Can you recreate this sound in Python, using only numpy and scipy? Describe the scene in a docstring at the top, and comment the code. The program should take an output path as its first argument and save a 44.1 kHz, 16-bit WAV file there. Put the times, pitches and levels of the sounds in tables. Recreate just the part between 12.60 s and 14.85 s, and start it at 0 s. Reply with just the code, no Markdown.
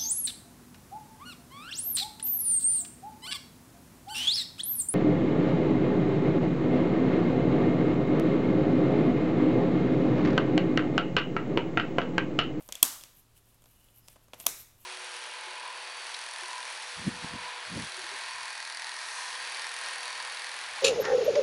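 """Two tarot cards are dealt onto a hard tabletop, close up, in a small room with a faint hum.
Card slides softly over card while edges and fingernails tick on the table. At 0.23 s the first
bent card scrapes off the fingertip and slaps flat with a sharp snap that the room answers.
More slides and ticks lead to a second, lighter snap at 1.87 s, and two last slides trail off."""
import sys
import numpy as np
from scipy import signal
from scipy.fft import rfft, irfft, next_fast_len
from scipy.io import wavfile
from scipy.ndimage import uniform_filter1d, map_coordinates

SR = 44100
rng = np.random.default_rng(int(sys.argv[2]) if len(sys.argv) > 2 else 0)


def unload_wav(signal):
    """Save mono or channel-first audio to the path in sys.argv[1] as 16-bit WAV at rate SR, clipped to [-1, 1]."""
    wavfile.write(
        sys.argv[1],
        SR,
        np.round(np.clip(np.atleast_2d(signal).T, -1, 1) * 32767).astype(np.int16),
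    )


N = 99225

# Tone colours. Each row: frequency in Hz, relative level in dB.
AIR_EQ = [(15, -6), (25, 0), (44, -5), (70, -7.5), (134, -12), (367, -19.5), (825, -23), (1100, -23),
          (2000, -28.5), (3000, -27.5), (6000, -30.5), (12400, -30), (16000, -37)]  # the room's still air
FRICTION_EQ = [(200, -17), (1000, -12), (2000, -11.5), (2900, -3), (4200, -13.5), (7000, -7), (10500, -2.5),
               (13500, -4.5), (16000, -10)]  # card rubbing on card
CATCH_EQ = [(100, -50), (5000, -22.5), (9000, -13.5), (12600, 0), (16000, -14.5)]  # tiny catches of the card surface
KNOCK_EQ = [(60, -22), (200, -6), (330, -3.5), (430, -7), (560, 2), (800, -2.5), (1100, -3.5), (1600, -12),
            (2400, -15.5), (5000, -25.5), (16000, -50)]  # a touch on the tabletop
CLICK_EQ = [(100, -33), (1500, -17.5), (2600, 2), (4500, -2), (6700, 2), (8500, 2.5), (10500, 1),
            (13000, -1), (16000, -15)]  # a card edge or nail
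CLICK_REVERB_EQ = [(200, -17), (1500, -2.5), (2500, 1.5), (3300, 2.5), (4200, -2.5), (7000, -1),
                   (10000, -4.5), (13000, -5), (16000, -19)]  # the room's answer to a click
SCRAPE_EQ = [(100, -26), (600, 4.5), (1800, -21.5), (3300, -8), (4800, -7.5), (6800, 0), (9500, -3),
             (13000, -5.5), (16000, -10)]  # the edge leaving the fingertip
REBOUND_EQ = [(100, -30.5), (700, -4.5), (1800, -10), (3300, -3.5), (6500, -5.5), (10000, -2.5), (12800, 6),
              (16000, -11.5)]  # the card bouncing
# One tone colour per card. Each row: frequency in Hz, relative level in dB.
SLAP_EQS = [
    [(60, -42), (130, -31.5), (250, -7.5), (400, -18), (680, -16), (1200, -10.5), (1800, -24), (2600, -19),
     (4700, -10), (6100, -4), (7300, -6.5), (8200, 4.5), (10000, -3.5), (13300, 0.5), (16000, -10.5)],
    [(60, -53.5), (130, -15), (300, -4), (620, -6), (1150, -2), (1800, -18.5), (2400, -4.5), (3600, 1.5),
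     (4700, -10), (6000, 4), (7800, -10), (9200, -4), (10500, 3.5), (13000, 2), (16000, -13)],
]  # the card landing flat
SNAP_REVERB_EQS = [
    [(60, -33.5), (150, -12.5), (275, -1), (430, -13), (680, -1.5), (1130, 1), (1750, -4.5), (2400, -7.5),
     (3700, -3), (4600, -3), (6000, 0), (8000, 0.5), (10500, 0), (12800, -2.5), (16000, -16)],
    [(60, -34.5), (150, -3.5), (260, -0.5), (430, -0.5), (680, -3), (1300, -1.5), (1750, -3.5), (2280, 2),
     (3100, -8.5), (3850, 3), (4500, -5), (5600, 2.5), (8000, 2), (10500, 1.5), (12800, 0), (16000, -11.5)],
]  # what the snap sends into the room

# Strokes of card over card. Each row: midpoint in seconds, swell width in seconds, level in dB,
# hiss peak in Hz, boost at that peak in dB.
SLIDE_CUES = [(0.03, .14, -62.5, 12700, 5), (0.585, 0.064, -61.5, 12360, 7.5), (0.774, .03, -62, 2900, 5.5),
              (.9, 0.096, -67.5, 12000, 0.5), (1.09, 0.093, -68.5, 12340, 10), (1.24, 0.2, -67.5, 2935, 11),
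              (1.375, .035, -60, 12500, 13), (1.462, 0.049, -67.5, 5100, 22),
              (1.522, 0.045, -60.5, 9050, 4), (1.64, 0.039, -70, 12500, 6), (1.818, 0.04, -50, 12800, 10),
              (2.002, 0.043, -48.5, 12400, 11), (2.23, 0.066, -60, 12500, 5.5)]
# Touches of edges and nails. Each row: start in seconds, knock level in dB, knock hold in seconds,
# card ring in dB, click level in dB, click peak in Hz, click tilt in dB per octave, click T60 in seconds.
TICK_CUES = [(.0065, -28.5, 0.005, -52, -38, 2500, -10, 0.014),
             (.0237, -56, .001, -64, -34, 9600, 0.5, .003), (0.062, -58, .001, -60, -37, 12500, 3, .005),
             (0.079, -51, .001, -60, -31, 12500, 15, .004),
             (0.0892, -22, 0.0012, -38, -22.5, 6200, 0, 0.0094), (.095, -32, .003, -47, -37, 6300, -6, .02),
             (0.1236, -29, 0.00092, -14.5, -10, 6530, -2.8, 0.012),
             (0.1539, -31, .001, -15.5, -16, 6950, 0.5, 0.0098), (.410, -38, .001, -32, -33, 3300, 0, .014),
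             (0.437, -32.5, 0.00076, -31, -21, 4900, -2, 0.0044),
             (.944, -58, .001, -65.5, -40.5, 13000, 7, 0.017),
             (1.021, -44, .002, -48, -40.5, 7000, 7, .012), (1.041, -43, .002, -60, -39, 7000, -0.5, .01),
             (1.058, -39.5, .002, -45, -38.5, 4700, -3, .012),
             (1.286, -47.5, 0.00076, -45, -42, 2900, -4, 0.016),
             (1.361, -55, 0.00081, -60, -41.5, 12300, 5, .006),
             (1.478, -45, .002, -62, -34, 5100, 1, 0.032), (1.484, -33, 0.00063, -52, -25, 5200, -1, .011),
             (1.559, -31, 0.0078, -52, -39, 3340, -1, .05),
             (1.683, -38.5, 0.0014, -58, -42.5, 6300, 0.5, 0.0081),
             (1.7343, -20, .0015, -24, -22.5, 2920, -6, .014),
             (1.7422, -28.5, .002, -46, -28, 12100, -2.5, 0.02),
             (1.8004, -30, .002, -33, -18.5, 9200, 0, 0.015),
             (1.806, -29.5, 0.0052, -37, -29, 2920, -1, .02),
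             (1.841, -33, .002, -54, -31, 3700, -9, 0.0089),
             (1.8545, -33, .001, -58, -28.5, 12000, 7, 0.015)]
# When each card lands, in seconds.
LANDING_TIMES = [.2287, 1.8667]
# The two snaps. Each row: slap level in dB, slap hold in seconds, scrape lead in seconds, scrape in dB,
# card ring in dB, table ring in dB, rebound delay in seconds, rebound in dB, reverb in dB.
SNAP_CUES = [(13, 0.0017, 0.0017, -3, 4.5, -10.5, 0.0025, -0.5, 0.5),
             (5, 0.00074, .0028, -3, -11, -14, .0021, -5, -5)]

# Resonances of card and tabletop. Each row: frequency in Hz, relative level in dB, T60 in seconds.
CARD_RING = [(3346, -5.5, .013), (2649, -20.5, 0.017), (4484, -14, 0.0054)]
TABLE_RING = [(283, -4.5, 0.034), (568, -3.5, 0.019), (670, 2.5, 0.028), (1110, -2, .025),
              (1260, -5, 0.021)]
# The room's decay. Each row: frequency in Hz, T60 in seconds.
REVERB_T60 = [(100, 0.25), (300, .38), (1200, 0.51), (3500, 0.55), (7000, 0.5), (11000, 0.46),
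              (16000, 0.68)]
# Early reflections off the walls. Each row: delay in seconds, level against the slap in dB.
WALL_ECHOES = [(.0105, -25.5), (.0155, -23), (.0225, -21), (.0315, -26)]

HIT_SIZE = 4096  # samples in one impact


def amp(db):
    """Decibels to gain."""
    return 10 ** (np.asarray(db) / 20)


def unit(x):
    """Scale to rms 1."""
    return x / np.sqrt(np.mean(x ** 2) + 1e-20)


def at_energy(x, db):
    """Scale to a total energy in dB."""
    return amp(db) * x / (np.linalg.norm(x) + 1e-12)


def along(points, hz):
    """Read a curve of (Hz, value) points on a log frequency axis."""
    freqs, values = np.transpose(points)
    return np.interp(np.log(hz + 1), np.log(freqs + 1), values)


def bell(hz, centre, width_oct):
    """A bell curve around a centre frequency."""
    return np.exp(-(np.log2((hz + 1) / centre) / width_oct) ** 2)


def add(track, start, x):
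    """Mix x into the track at a start time in seconds."""
    i = max(0, round(start * SR))
    track[i:i + len(x)] += x[:len(track) - i]


def filtered(x, response):
    """Filter x with a gain given as a function of frequency."""
    size = next_fast_len(len(x) + HIT_SIZE)
    return irfft(rfft(x, size) * response(np.fft.rfftfreq(size, 1 / SR)), size)[:len(x)]


def noise(eq, size=N):
    """Coloured noise of rms 1."""
    return unit(filtered(rng.standard_normal(size), lambda hz: amp(along(eq, hz))))


def wobble(rate):
    """A smooth random curve with `rate` knots a second."""
    return map_coordinates(rng.standard_normal(N), [np.arange(N) * rate / SR], mode="wrap")


def room_tone(air_db=-64.5, hum_hz=114.3, hum_db=-72):
    """The bed: still air and a low appliance hum that wavers in pitch and level."""
    phase = 2 * np.pi * hum_hz * np.arange(N) / SR + .6 * wobble(5.1)
    hum = np.sin(phase) * amp(1.8 * wobble(7.3))
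    return amp(air_db) * noise(AIR_EQ) + amp(hum_db) * unit(hum)


def slides(catches_per_s=100, catch_db=-10, grain_db=2):
    """Card rubs over card: a grainy hiss with tiny catches, swelling and fading with each stroke."""
    t, out = np.arange(N) / SR, np.zeros(N)
    catches = (rng.random(N) < catches_per_s / SR) * rng.standard_normal(N)
    friction = unit(noise(FRICTION_EQ) * amp(grain_db * (wobble(760) + 0.61 * wobble(60))))
    friction += amp(catch_db) * unit(filtered(catches, lambda hz: amp(along(CATCH_EQ, hz))))
    for middle, width, db, peak_hz, boost_db in SLIDE_CUES:
        width_oct = 1.5e-5 * peak_hz  # higher hiss peaks are broader
        hiss = unit(filtered(friction, lambda hz: amp(boost_db * bell(hz, peak_hz, width_oct))))
        swell = np.exp(-2 * ((t - middle) / width) ** 2)
        out += amp(db) * swell * hiss
    return out


def contact(eq, hold, t60, edge=0, peak_hz=None, boost_db=6.5):
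    """A first impact of strength `edge` and a spray of micro-impacts that holds, then dies away."""
    t, hz = np.arange(HIT_SIZE) / SR, np.fft.rfftfreq(HIT_SIZE, 1 / SR)
    envelope = amp(-60 * np.maximum(t - hold, 0) / t60)
    spray = at_energy(rng.standard_normal(HIT_SIZE) * envelope, 0)
    spectrum = rfft(spray + edge * (t == 0))
    spray_colour = np.sqrt(np.abs(uniform_filter1d(np.abs(spectrum) ** 2, size=30)) + 1e-9)
    colour_db = along(eq, hz) + (boost_db * bell(hz, peak_hz, width_oct=0.22) if peak_hz else 0)
    # A minimum-phase EQ keeps the attack crisp: nothing sounds ahead of the hit.
    cepstrum = irfft(np.log(amp(colour_db) / spray_colour))
    cepstrum[1:HIT_SIZE // 2] *= 2
    cepstrum[HIT_SIZE // 2 + 1:] = 0
    return irfft(spectrum * np.exp(rfft(cepstrum)))


def ring(modes, db, attack_s=0.0012):
    """A struck card or tabletop rings in damped modes."""
    t = np.arange(HIT_SIZE) / SR
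    tones = sum(amp(mode_db - 60 * t / t60) * np.sin(2 * np.pi * hz * t) for hz, mode_db, t60 in modes)
    return at_energy((1 - np.exp(-t / attack_s)) * tones, db)


def reverb(eq, db, length_s, predelay_s=.004, build_s=.004):
    """The room answers: noise builds after a short delay and each band dies at its own rate."""
    hz, t, bands = signal.stft(noise(eq, int(length_s * SR)), SR, nperseg=256)
    decay = amp(-60 * t / along(REVERB_T60, hz)[:, None])
    tail = signal.istft(bands * decay, SR, nperseg=256)[1]
    age = np.maximum(np.arange(len(tail)) / SR - predelay_s, 0)
    return at_energy(tail * (1 - np.exp(-age / build_s)), db)


def ticks(tilt_pivot_hz=5000):
    """Each light touch of an edge or nail knocks the table, rings the card, clicks and wakes the room."""
    out = np.zeros(N)
    click_tail = reverb(CLICK_REVERB_EQ, db=-7.5, length_s=.5)
    knock_tail = reverb(KNOCK_EQ, db=-8, length_s=.5)
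    for start, knock_db, hold, card_db, click_db, peak_hz, tilt, t60 in TICK_CUES:
        click_eq = [(hz, db + tilt * np.log2(hz / tilt_pivot_hz)) for hz, db in CLICK_EQ]
        knock = at_energy(contact(KNOCK_EQ, hold, t60=.018), knock_db)
        click = at_energy(contact(click_eq, hold=0, t60=t60, edge=0.21, peak_hz=peak_hz), click_db)
        add(out, start, knock + ring(CARD_RING, card_db) + click)
        add(out, start, amp(click_db) * click_tail + amp(knock_db) * knock_tail)
    return out


def snaps():
    """A bent card scrapes off the finger, slaps down, rings and rebounds; table and room answer."""
    out = np.zeros(N)
    for landing, cue, slap_eq, reverb_eq in zip(LANDING_TIMES, SNAP_CUES, SLAP_EQS, SNAP_REVERB_EQS):
        slap_db, hold, lead, scrape_db, card_db, table_db, rebound_delay, rebound_db, reverb_db = cue
        scrape = at_energy(contact(SCRAPE_EQ, hold=lead, t60=0.0045), scrape_db)
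        slap = at_energy(contact(slap_eq, hold, t60=0.0037, edge=.5), slap_db)
        rebound = at_energy(contact(REBOUND_EQ, hold=.0006, t60=0.014), rebound_db)
        add(out, landing - lead, scrape)
        add(out, landing, slap + ring(CARD_RING, card_db) + ring(TABLE_RING, table_db))
        add(out, landing + rebound_delay, rebound)
        for wall_delay, wall_db in WALL_ECHOES:
            add(out, landing + wall_delay, amp(wall_db) * slap)
        add(out, landing, reverb(reverb_eq, reverb_db, length_s=.75))
    return out


def scene():
    """The mono mix: snaps up front, ticks and slides around them, room tone underneath."""
    return (snaps() + ticks() + slides() + room_tone())[None]


def record(dry, cutoff_hz=16050):
    """Clip at full scale, then cut the very top with a steep low-pass."""
    clipped = np.clip(dry[0], -1, 1)
    return filtered(clipped, lambda hz: 1 / np.sqrt(1 + (hz / cutoff_hz) ** 160))[None]


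dry = scene()
out = record(dry)
unload_wav(out)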